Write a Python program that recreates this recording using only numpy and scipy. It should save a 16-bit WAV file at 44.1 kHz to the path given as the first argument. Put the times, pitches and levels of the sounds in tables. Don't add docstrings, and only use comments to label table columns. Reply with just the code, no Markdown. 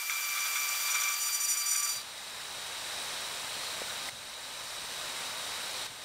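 import sys
import numpy as np
from scipy import signal
from scipy.fft import rfft, irfft
from scipy.io import wavfile

SR = 44100
rng = np.random.default_rng(int(sys.argv[2]) if len(sys.argv) > 2 else 0)


def put_to_file(sound):
    columns = np.atleast_2d(sound).T
    safe = np.clip(columns, -1, 1)
    whole_steps = np.round(safe * 32767)
    wavfile.write(sys.argv[1], SR, whole_steps.astype(np.int16))


N = 266364
T = np.arange(N) / SR
FREQS = np.fft.rfftfreq(N, 1 / SR)


def amp(db):
    return 10 ** (np.asarray(db) / 20)


def unit(x):
    return x / np.sqrt(np.mean(x ** 2))


def curve(rows):
    times_s, values = np.transpose(rows)
    return np.interp(T, times_s, values)


def noise():
    return rng.standard_normal(N)


def walk(corner_hz):
    return unit(irfft(rfft(noise()) / (1 + (FREQS / corner_hz) ** 4), N))


def colour(x, points):
    hz, db = np.transpose(points)
    log_gain = np.log(amp(np.interp(np.log(FREQS + 1), np.log(hz), db)))
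    cepstrum = irfft(log_gain, N)
    cepstrum[1:N // 2] *= 2
    cepstrum[N // 2 + 1:] = 0
    return irfft(rfft(x) * np.exp(rfft(cepstrum)), N)


def ring(x, modes):
    response = 0
    for f, width, db in modes:
        damping = 1j * FREQS * width
        response = response + amp(db) * damping / (f * f - FREQS ** 2 + damping)
    return irfft(rfft(x) * response, N)


def contacts(rows, edge_s):
    total = 0
    for start_s, length_s, db in rows:
        inside_s = length_s / 2 - abs(T - start_s - length_s / 2)
        total = total + amp(db) * np.clip(inside_s / edge_s + .5, 0, 1)
    return total


def workshop():
    # t/s, level/dB
    room_level = [(0, -79), (1.8, -75), (1.96, -64.5), (6.04, -62)]
    mid = unit(colour(noise(), [(20, -12), (70, -1), (115, -1), (200, -3.5), (400, -8.0), (2000, -23.0)]))
    side = unit(colour(noise(), [(25, 4), (100, -7), (250, -10.5), (500, -24), (1500, -68)]))
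    stereo = mid + amp(-9.0) * side * np.array([[1], [-1]])
    return amp(curve(room_level) + 1.0 * walk(10)) * stereo


def pops():
    # t/s, level before envelope/dB, f/Hz, decay/s
    pop_rows = [(.097, -20, 2200, .003), (1.958, -46, 120, .012), (3.54, -27, 3000, .0008),
                (3.818, -19.5, 530, .0016), (4.088, -22, 2050, .0014), (4.128, -46, 120, .012),
                (5.897, -47, 120, .012)]
    out = 0
    for start_s, db, hz, decay_s in pop_rows:
        age_s = np.maximum(T - start_s, 0)
        rise = 1 - np.exp(-2 * hz * age_s)
        decay = np.exp(-np.minimum(age_s / decay_s, 20))
        out = out + amp(db) * rise * decay * np.sin(2 * np.pi * hz * age_s)
    return out


def sizzle():
    # t/s, length/s, level/dB
    spells = [(3.52, 0.22, -47), (3.98, 0.12, -50), (5.64, 0.24, -47.5)]
    spray = ring(noise() * amp(4.3 * walk(600)), [(4180, 440, 0)])
    return contacts(spells, edge_s=.06) * unit(spray)


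def swell():
    starts_s = [1.94, 4.097, 5.868]
    climb_db_per_s, climb_s = 7, 1.027
    age_s = np.zeros(N)
    for start_s in starts_s:
        age_s = np.where(T >= start_s, T - start_s, age_s)
    return climb_db_per_s * np.minimum(age_s, climb_s)


def gas_jet():
    # f/Hz, relative density/dB
    jet_spectrum = [(30, -14), (110, -9.5), (350, -8.5), (520, -1.5), (900, 1), (3300, -0.5), (4500, -2.5),
                    (5900, -4.5), (6350, -7.5), (8200, -4.5), (9600, -7.5), (12200, -15), (15700, -17.5)]
    # f/Hz, share/0-1
    reflected = [(1000, .2), (4000, 0.35), (7000, 0.51)]
    turbulence = colour(noise() * amp(1.3 * walk(1100)), jet_spectrum)
    reflections = noise() * np.exp(-np.minimum(T / 0.048, 20))
    reflections /= np.sqrt(np.sum(reflections ** 2))
    share = np.interp(FREQS, *np.transpose(reflected))
    response = np.sqrt(1 - share ** 2) + share * rfft(reflections)
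    return unit(irfft(rfft(turbulence) * response, N))


def nozzle_whistle():
    # f/Hz, width/Hz, relative level/dB
    nozzle_modes = [(2952, 20, -7), (3615, 30, -6), (3747, 35, -1), (3836, 40, 0), (3905, 45, 0),
                    (4030, 110, -6), (4402, 30, -7), (5290, 60, -9), (5780, 60, -9), (6089, 35, -10),
                    (7106, 30, -10), (8183, 35, -8), (8485, 45, -7), (9308, 40, -11), (9535, 40, -12),
                    (11820, 90, -17)]
    return unit(sum(ring(noise(), [mode]) for mode in nozzle_modes))


def welder():
    jet_db, nozzle_db = -46, -49.5
    nozzle_share = 0.69
    fade_start_s, fade_s = 1.834, 0.12
    rise_db = swell()
    jet = amp(jet_db + rise_db + 0.18 * walk(13.0)) * gas_jet()
    whistle = amp(nozzle_db + nozzle_share * rise_db + 0.69 * walk(5.5)) * nozzle_whistle()
    fade = np.clip((T - fade_start_s) / fade_s, 0, 1)
    return fade * (jet + whistle)


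def exhaust():
    # f/Hz, relative density/dB
    air_spectrum = [(40, -23), (280, -19.5), (550, -8), (1000, -1), (2800, 2.5), (4200, -1), (5500, 2),
                    (7600, 2.5), (9400, -2), (11200, -4.5), (13000, -0.5), (14200, 2), (15700, -7.5)]
    # t/s, level/dB
    air_level = [(0, -39.3), (.4, -36.5), (.86, -35), (1.2, -37.3), (1.96, -39.5)]
    return amp(curve(air_level) + 0.18 * walk(40)) * unit(colour(noise(), air_spectrum))


def motor(phase, press_db, skid):
    # multiple, rms cutting/dB, rms skidding/dB, follow/(dB per dB pressure)
    whine = [(1, -48, -49, 1.44), (2, -38.5, -48.5, 0.6), (4, -45.5, -38.5, 0.4), (8, -49.5, -52.5, .1),
             (12, -46.5, -47, -0.1)]
    out = 0
    for multiple, cut_db, skid_db, follow in whine:
        db = cut_db + (skid_db - cut_db) * skid + follow * press_db
        tone = np.sin(multiple * phase + .07 * walk(60))
        out = out + amp(db + 2.0 * walk(24)) * tone
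    return np.sqrt(2) * out


def chatter(phase, rasp, squeals, press_db, skid):
    # f/Hz, relative gain/dB
    burr_spectrum = [(600, -32), (1170, -22), (2350, -21), (3500, -25), (4700, -18), (5860, 0), (7040, -1),
                     (8200, -6), (9400, -5.5), (10550, -16), (11750, -12), (12900, -16), (15500, -26)]
    rub_db = -41 + press_db
    stutter_db, stutter_hz = 4, 64
    soft_knock_hz = 8200
    squeal_grip = amp(-5.0 + 1.3 * walk(70)) * squeals
    rub_grip = amp(rub_db + stutter_db * walk(stutter_hz) + 1.7 * walk(94))
    rough_wander = rasp / rasp.max() * 0.22 * walk(170)
    strike = phase + 0.097 * walk(20) + 0.011 * walk(410) + rough_wander
    knocks = sum(np.cos(k * strike) for k in range(1, 14))
    hard = unit(colour(knocks * amp(1.0 * walk(600)), burr_spectrum))
    soft = irfft(rfft(hard) / (1 + (FREQS / soft_knock_hz) ** 8), N)
    return (squeal_grip + rub_grip) * (skid * hard + (1 - skid) * soft)


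def cutting(phase, rasp):
    # t/s, length/s, level before +2 dB gain/dB
    bites = [(.098, 0.03, -39.5), (.362, .036, -41), (.553, 0.024, -37.5), (.738, .03, -42),
             (.881, 0.025, -38), (.943, .025, -36.5), (1.011, 0.044, -43), (1.288, 0.015, -40),
             (1.749, 0.013, -38.5), (1.859, 0.0087, -40.5)]
    # f/Hz, width/Hz, relative level/dB
    shell_modes = [(1326, 48, 2), (1550, 170, -0.5), (2194, 93, 3), (2397, 76, 7), (3455, 340, 1)]
    chips = noise() * amp(1.4 * walk(200)) * (1 + 0.37 * np.cos(phase))
    rasp_depth = rasp * amp(2 * walk(49))
    bite_depth = amp(2.0) * contacts(bites, edge_s=.004)
    tone = [(100, -34), (300, -33), (1100, 3.5), (3700, -1.5), (8000, -14.0)]
    return np.hypot(rasp_depth, bite_depth) * unit(colour(ring(chips, shell_modes), tone))


def grinder():
    # t/s, pressure/dB
    pressure = [(0, -3), (.08, -8), (.11, -1), (.2, -2), (.36, 0), (.85, .5), (1.08, 3), (1.27, -1.5),
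                (1.8, 1.5)]
    # t/s, skid/0-1
    skid_rows = [(0, 0), (.64, .05), (.84, .45), (.96, 0.05), (1.12, 0.14), (1.22, .9), (1.7, 0.96)]
    # t/s, length/s, level before -5 dB gain/dB
    squeal_rows = [(.096, 0.015, -34.5), (.555, 0.035, -37.5), (.902, 0.026, -29), (.944, .012, -30.5),
                   (1.0, 0.014, -29.5), (1.116, 0.013, -32), (1.203, 0.087, -33.5), (1.328, 0.036, -29.5),
                   (1.403, 0.049, -30), (1.482, 0.0625, -29.5), (1.572, 0.053, -34), (1.66, 0.093, -31.5),
                   (1.773, 0.033, -28.5), (1.826, 0.026, -31), (1.875, 0.073, -36)]
    free_hz, wander_hz = 1179.5, 0.69
    cut_sag_hz, squeal_sag_hz = 7.0, 5.0
    rasp_db, rasp_skid_db = -42.5, -7.0
    end_s, fade_s = 2.044, 0.14
    press_db = curve(pressure)
    skid = curve(skid_rows)
    squeals = contacts(squeal_rows, edge_s=0.0037)
    load = amp(press_db + rasp_skid_db * skid)
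    rasp = amp(rasp_db) * load
    sag_hz = cut_sag_hz * np.minimum(load, 1) + squeal_sag_hz * squeals / squeals.max()
    phase = 2 * np.pi * np.cumsum(free_hz - sag_hz + wander_hz * walk(17)) / SR
    burr = chatter(phase, rasp, squeals, press_db, skid) + cutting(phase, rasp)
    fade = np.clip((end_s - T) / fade_s, 0, 1)
    return fade * (motor(phase, press_db, skid) + burr + exhaust())


def scene():
    return workshop() + pops() + sizzle() + welder() + grinder()


def record(dry):
    top_hz = 15680
    return signal.sosfilt(signal.ellip(16, .1, 80, top_hz, fs=SR, output="sos"), dry)


dry = scene()
out = record(dry)
put_to_file(out)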